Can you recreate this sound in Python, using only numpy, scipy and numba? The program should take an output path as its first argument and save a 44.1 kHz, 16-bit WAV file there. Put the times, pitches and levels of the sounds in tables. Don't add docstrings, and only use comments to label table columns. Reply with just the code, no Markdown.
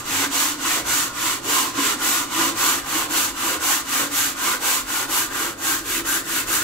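import sys
import numpy as np
from scipy import signal
from scipy.fft import rfft, irfft
from scipy.io import wavfile
from scipy.ndimage import uniform_filter1d
from numba import njit

SR = 44100
rng = np.random.default_rng(int(sys.argv[2]) if len(sys.argv) > 2 else 0)


def elevation(decibels):
    levels = np.asarray(decibels, float)
    return 10 ** (levels / 20)


def waveform_to_disk(signal):
    frames = np.transpose(np.atleast_2d(signal))
    scaled = np.clip(frames, -1, 1) * 32767
    samples = np.round(scaled).astype(np.int16)
    wavfile.write(sys.argv[1], SR, samples)


N = 292383

# (frequency [Hz], level [dB])
FLAT = [(20, 0), (20000, 0)]


def level(x, db):
    return x * elevation(db) / np.sqrt(np.mean(x ** 2))


def along(table, hz):
    at, value = np.transpose(table)
    return np.interp(np.log(hz + 1), np.log(at), value)


def walk(rate):
    hold = int(SR / rate)
    steps = np.repeat(rng.standard_normal(N // hold + 1), hold)
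    return 0.78 * uniform_filter1d(uniform_filter1d(steps, hold), hold)[:N]


def ports(pair, left_db=FLAT, right_db=FLAT):
    # (frequency [Hz], share common to both ports [0-1])
    likeness = [(60, 1), (130, 0.99), (290, 0.96), (640, 0), (1410, 0.55), (3100, 0.03), (6820, -0.0),
                (15000, 0.01)]
    # (frequency [Hz], phase by which the left port leads [rad])
    lead = [(300, 0.23), (450, -0.084), (700, -0.41), (1460, 1), (2900, 0.47), (16000, 0.36)]
    hz = np.arange(N // 2 + 1) * SR / N
    like = np.clip(along(likeness, hz), 0, 1) ** .5
    mid = rfft(pair[0]) * np.sqrt(1 + like)
    side = rfft(pair[1]) * np.sqrt(1 - like)
    left = (mid + side) * elevation(along(left_db, hz)) * np.exp(1j * along(lead, hz))
    right = (mid - side) * elevation(along(right_db, hz))
    return np.array([irfft(left, N), irfft(right, N)])


def air():
    # (frequency [Hz], level [dB])
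    colour = [(20, -9), (38, -3), (48, -10), (60, -2.5), (72, -19), (85, -7.5), (108, -1), (150, -7.5),
              (200, -10), (600, -8), (3000, -31.5), (16000, -52)]
    return level(ports(rng.standard_normal((2, N)), colour, colour), -44) * elevation(2.1 * walk(3.39))


def room(dry, count=4):
    # (frequency [Hz], time to fall by 60 dB [s])
    decay = [(200, 1), (1000, 0.34), (4000, 0.31), (16000, 0.14)]
    t = np.arange(SR // 2) / SR
    noise = ports(rng.standard_normal((2, N)))[:, :count * len(t)].reshape(2, count, -1)
    onset = np.clip(t / 0.011, 0, 1)
    tails = 0
    for hz in 125 * 2. ** np.arange(8):
        edges = [hz / 2 ** .5, min(hz * 2 ** .5, 21000)]
        sos = signal.butter(2, edges, "band", fs=SR, output="sos")
        tails = tails + signal.sosfilt(sos, noise) * elevation(-60 * t / along(decay, hz)) * onset
    tails = tails * elevation(-10) / np.sqrt(np.sum(tails ** 2) / (2 * count))
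    blend = np.array([walk(9) for _ in range(count)])
    blend = blend / np.sqrt(np.sum(blend ** 2, axis=0))
    return sum(signal.fftconvolve(dry * blend[k], tails[:, k], axes=1)[:, :N] for k in range(count))


def bench(near, place):
    port_ms = np.array([1.307, 1.7])[:, None]
    lag = (port_ms + 0.26 * (place + 0.36 * walk(4))) * SR / 1000
    n = np.arange(N)
    return elevation(-13) * np.array([np.interp(n - d, n, x) for x, d in zip(near, lag)])


def rocking():
    # (time [s], peak level [dB], frequency [Hz])
    rocks = [(0.267, -40, 53.8), (0.419, -52, 59.2), (0.573, -47, 35.0), (0.823, -37, 53.8),
             (1.281, -46, 26.9), (1.72, -44, 78.1), (2.801, -41, 49.3), (3.064, -43, 59.2),
             (3.295, -36, 51.7), (3.564, -36, 78.1), (3.804, -42, 61.9), (4.306, -50, 78.1),
             (4.577, -52, 29.6), (4.809, -36, 45.8), (5.065, -44, 29.6), (5.252, -40, 35.0),
             (5.546, -58, 75.4), (5.792, -36, 45.6), (5.901, -35, 40.4), (6.026, -36, 40.6),
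             (6.205, -47, 51.1), (6.447, -37, 40.4)]
    out, t = np.zeros(N + SR), np.arange(SR // 4) / SR
    swell = (t / .025) * np.exp(1 - t / 0.025)
    for s, db, hz in rocks:
        start = int(s * SR)
        out[start:start + len(t)] += elevation(db - 6.5) * np.sin(2 * np.pi * hz * t) * swell
    return out[:N]


def strokes(t):
    # (start [s], hiss level [dB], shell boom over hiss [dB],
    # rim ring over hiss [dB], rim ring centre [Hz])
    pushes = [(0.034, -22.5, -10, -6.5, 1290), (0.577, -22, -9.5, -4.5, 1200),
              (1.122, -23.5, -9.5, -4.5, 1210), (1.731, -21.5, -12, -4.5, 1190),
              (2.284, -22, -11, -3.5, 1160), (2.836, -24.5, -12, -1.9, 1180),
              (3.339, -23.5, -11, -2.5, 1200), (3.845, -23, -11.5, -3.5, 1280),
              (4.351, -23.5, -11.5, -2.8, 1220), (4.849, -25, -10.5, -2, 1340),
              (5.293, -26.5, -5.5, -0.6, 1300), (5.834, -25, -7.5, -3, 1490),
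              (6.238, -25, -9.5, -3.5, 1390), (6.675, -25, -11, -4, 1450)]
    pulls = [(-0.22, -22.5, -10, -1.5, 1300), (0.29, -22, -12, -5.5, 1250), (0.834, -22.5, -12, -4.5, 1300),
             (1.41, -21, -8, -5, 1240), (1.97, -22, -11.5, -5, 1290), (2.54, -21.5, -12, -4, 1250),
             (3.081, -22.5, -11, -4.5, 1270), (3.588, -22, -13.5, -3.5, 1290),
             (4.092, -22.5, -16, -6, 1350), (4.59, -22.5, -13, -5, 1280), (5.072, -23.5, -10, -3.5, 1330),
             (5.557, -23.5, -12, -1.5, 1470), (6.033, -24.5, -9.5, -1.5, 1460), (6.453, -24, -11, 1, 1520)]
    # (time [s], boom centre [Hz], belly coupling [dB], top fizz over hiss [dB])
    grip = [(0.0, 303, 7, -6.5), (0.3, 293, 3, -8), (0.6, 300, 7.5, -7.5), (1.2, 299, 0.1, -7),
            (1.55, 312, 7.5, -7.5), (1.85, 294, 1, -8), (2.15, 303, 6, -6), (2.5, 303, 2.5, -7.5),
            (2.9, 307, 6, -5.5), (3.2, 302, 4.5, -5.5), (3.6, 301, 2.5, -5.5), (4.1, 293, 4, -5),
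            (4.6, 301, 5, -5.5), (5.2, 307, 3, -4), (5.6, 304, 3.5, -5.5), (5.9, 306, -1.5, -3.5),
            (6.2, 306, -0.5, -3.5), (6.63, 308, -1.5, -4)]
    # (time [s], boom gain [dB], ring gain [dB], ring centre [Hz])
    bites = [(0.245, 0.1, 5, 1290), (0.66, -2, 2.5, 1100), (1.28, -1, 3.5, 1120), (1.48, 5, -1, 1230),
             (1.59, 1, 3, 1120), (1.783, 11, 9.5, 1080), (1.855, 4, 4, 1420), (2.22, 1.5, 4.5, 1100),
             (2.4, 7, 2, 1140), (2.97, 8, 2.5, 1100), (3.43, 8, 0.5, 1180), (4.03, 10, 3.5, 1280),
             (4.53, -2, 5, 1120), (5.74, 3.5, 2.5, 1540), (6.57, 1.5, 0.5, 1560)]
    # (time [s], length [s], hiss gain [dB])
    dwells = [(0.247, 0.025, 2.5), (0.343, 0.03, 2.5), (0.57, 0.03, 0), (0.9, 0.026, 1.5), (1.273, 0.04, 0),
              (1.423, 0.055, -5), (1.86, 0.019, 0), (2.287, 0.015, -0.5), (2.6, 0.025, 1.5),
              (3.43, 0.057, -1.5), (5.332, 0.027, 2), (5.507, 0.04, -3.5), (5.59, 0.039, -9),
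              (6.03, 0.011, -5), (6.535, 0.03, 1)]
    rows = np.array([row for pair in zip(pulls, pushes) for row in pair])
    count = np.interp(t, rows[:, 0], np.arange(len(rows)))
    k = count.astype(int)
    share, pull = count - k, 1 - k % 2
    lean, power = np.array([-0.28, 0.23])[pull], np.array([0.95, 1.153])[pull]
    speed = np.sin(np.pi * (share + lean * share * (1 - share))) ** power
    speed_db = 10 * np.log10(speed ** 2 + elevation(-17) ** 2)
    place = np.cos(np.pi * count)
    way = uniform_filter1d(1. * pull, SR // 20)
    hiss_db, boom_db, ring_db, ring_hz = (uniform_filter1d(c[k], SR // 20) for c in rows.T[1:])
    grip_s, *grip_columns = np.transpose(grip)
    boom_hz, belly_db, fizz_db = (np.interp(t, grip_s, c) for c in grip_columns)
    for s, boom_gain_db, ring_gain_db, bite_hz in bites:
        bite = np.exp(-.5 * ((t - s) / 0.022) ** 2)
        ring_hz = ring_hz + (bite_hz - ring_hz) * bite
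        belly_db = belly_db - ring_gain_db * bite
        boom_db = boom_db + boom_gain_db * bite
        ring_db = ring_db + ring_gain_db * bite
    for s, length, gain_db in dwells:
        hiss_db = hiss_db + gain_db * np.exp(-.5 * ((t - s) / length) ** 2)
    hiss = elevation(hiss_db + speed_db)
    boom_db, ring_db = boom_db - 0.59 * speed_db, ring_db - 0.32 * speed_db
    fizz_db = fizz_db + 0.25 * speed_db + 2 * way
    belly_db = belly_db + 5 * place
    ring_hz = ring_hz * (1 + 0.014 * place)
    block_hz = np.interp(way, (0, 1), (2945, 3237)) * (1 - 0.00014 * place)
    belly_hz = np.interp(way, (0, 1), (583, 723)) * (1 - 0.13 * place)
    return place, hiss, boom_db, ring_db, fizz_db, ring_hz, boom_hz, belly_db, block_hz, belly_hz


def grit(spread_db):
    size = np.minimum(rng.exponential(size=N), 5)
    return level(rng.standard_normal((2, N)) * elevation(spread_db * size), 0)


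@njit
def svf(x, hz, width):
    y, band, low = np.empty(len(x)), 0., 0.
    for i in range(len(x)):
        g, k = np.tan(np.pi * hz[i] / SR), width / hz[i]
        v = (band + g * (x[i] - low)) / (1 + g * (g + k))
        band, low, y[i] = 2 * v - band, low + 2 * g * v, k * v
    return y


def modes(x, table, near_hz, reach, patchy_db):
    out = 0
    for hz, width, db in table:
        octaves = np.log2(hz / near_hz)
        share_db = db - 6 * np.minimum((octaves / reach) ** 2, 2.5) + patchy_db * walk(7.6)
        bend = hz * (1 + 0.011 * walk(5))
        patch = np.roll(x, rng.integers(N), axis=1)
        out = out + elevation(share_db) * np.array([svf(path, bend, 1. * width) for path in patch])
    return out


def sanding(hiss, boom_db, ring_db, fizz_db, ring_hz, boom_hz, belly_db, block_hz, belly_hz):
    # (frequency [Hz], width [Hz], level [dB]); same columns for the next three
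    shell = [(274, 14.6, -0.5), (298, 33, -4.5), (329.7, 14.7, 2), (393, 45, -3)]
    ribs = [(1005, 40, -1.5), (1072, 28, 2.5), (1200, 34, 0.5), (1320, 50, -3), (1445, 40, 2.5),
            (1578, 34, 3), (1690, 70, -6), (1810, 60, -2)]
    belly_modes = [(395, 62, 1), (498, 40, -1.5), (566, 30, -7), (720, 54, -9), (735, 65, -2.5),
                   (811, 20, 4.5), (884, 46, 5)]
    block = [(1855, 180, 1.5), (2320, 260, -4.5), (2620, 78, 0), (2904, 137, 2.5), (3476, 71, -3.5),
             (4300, 290, -20.5), (4540, 360, -5.5), (5670, 310, 0), (6260, 280, 3.5), (7050, 380, 6),
             (7800, 560, -2)]
    # (frequency [Hz], level [dB])
    left_hiss = [(120, -23), (620, -12), (1100, -6), (2000, 1), (3500, 0.5), (6000, -2.5), (9000, -3.5),
                 (10500, -2.5), (13500, -0.1), (14500, -5.5), (16300, -4.5)]
    right_hiss = [(120, -23), (620, -18), (1100, 0), (2000, 0.5), (3500, 4), (5200, 0), (6500, 6),
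                  (8100, 6), (9000, -5), (10200, -4.5), (12000, -14), (15800, -27)]
    # (frequency [Hz], gain [dB])
    shade = [(400, 0.04), (500, -2.5), (650, 2.5), (820, 3.5), (990, 3), (1080, 1), (1420, 0.5), (1580, -6),
             (1820, -8), (1960, 2.5), (2650, -2.5), (3300, -1), (3480, -1.5), (3750, -0.5)]
    force = grit(spread_db=1.35)
    chatter = elevation(0.69 * walk(60))
    block_spot = 3080 * (block_hz / 3080) ** 2.7
    ring_spot = 1290 * (ring_hz / 1290) ** 2.03
    belly_spot = 620 * (belly_hz / 620) ** 1.12
    boom_spot = 301 * (boom_hz / 301) ** 2.9
    buzz = modes(force, block, block_spot, reach=0.86, patchy_db=2.5)
    rasp = ports(force + elevation(3.5) * buzz, left_hiss, right_hiss)
    top = signal.sosfiltfilt(signal.butter(4, 9000, "high", fs=SR, output="sos"), rasp)
    ring = ports(modes(force, ribs, ring_spot, reach=0.79, patchy_db=3.5))
    ring = signal.sosfilt(signal.butter(3, 820, "high", fs=SR, output="sos"), ring)
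    belly = ports(modes(force, belly_modes, belly_spot, reach=0.68, patchy_db=6.0))
    boom = ports(modes(force, shell, boom_spot, reach=0.27, patchy_db=3.5))
    wood = elevation(ring_db) * (level(ring, -0.52) + elevation(belly_db) * level(belly, -16))
    wood = wood + elevation(boom_db) * level(boom, -1.5)
    fizz = elevation(fizz_db) * level(top, 3.76)
    left, right = hiss * chatter * (level(rasp - top, 0.77) + fizz + wood)
    hz = np.arange(N // 2 + 1) * SR / N
    return np.array([left, irfft(rfft(right) * elevation(along(shade, hz)), N)])


def scene():
    place, *controls = strokes(np.arange(N) / SR)
    near = sanding(*controls)
    return near + room(near) + rocking() + air() + bench(near, place)


def roll_off(x):
    return signal.sosfilt(signal.butter(12, 16030, fs=SR, output="sos"), x)


def record(dry):
    cut = signal.sosfilt(signal.ellip(14, .3, 70, 15730, fs=SR, output="sos"), dry)
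    return roll_off(cut)


dry = scene()
out = record(dry)
waveform_to_disk(out)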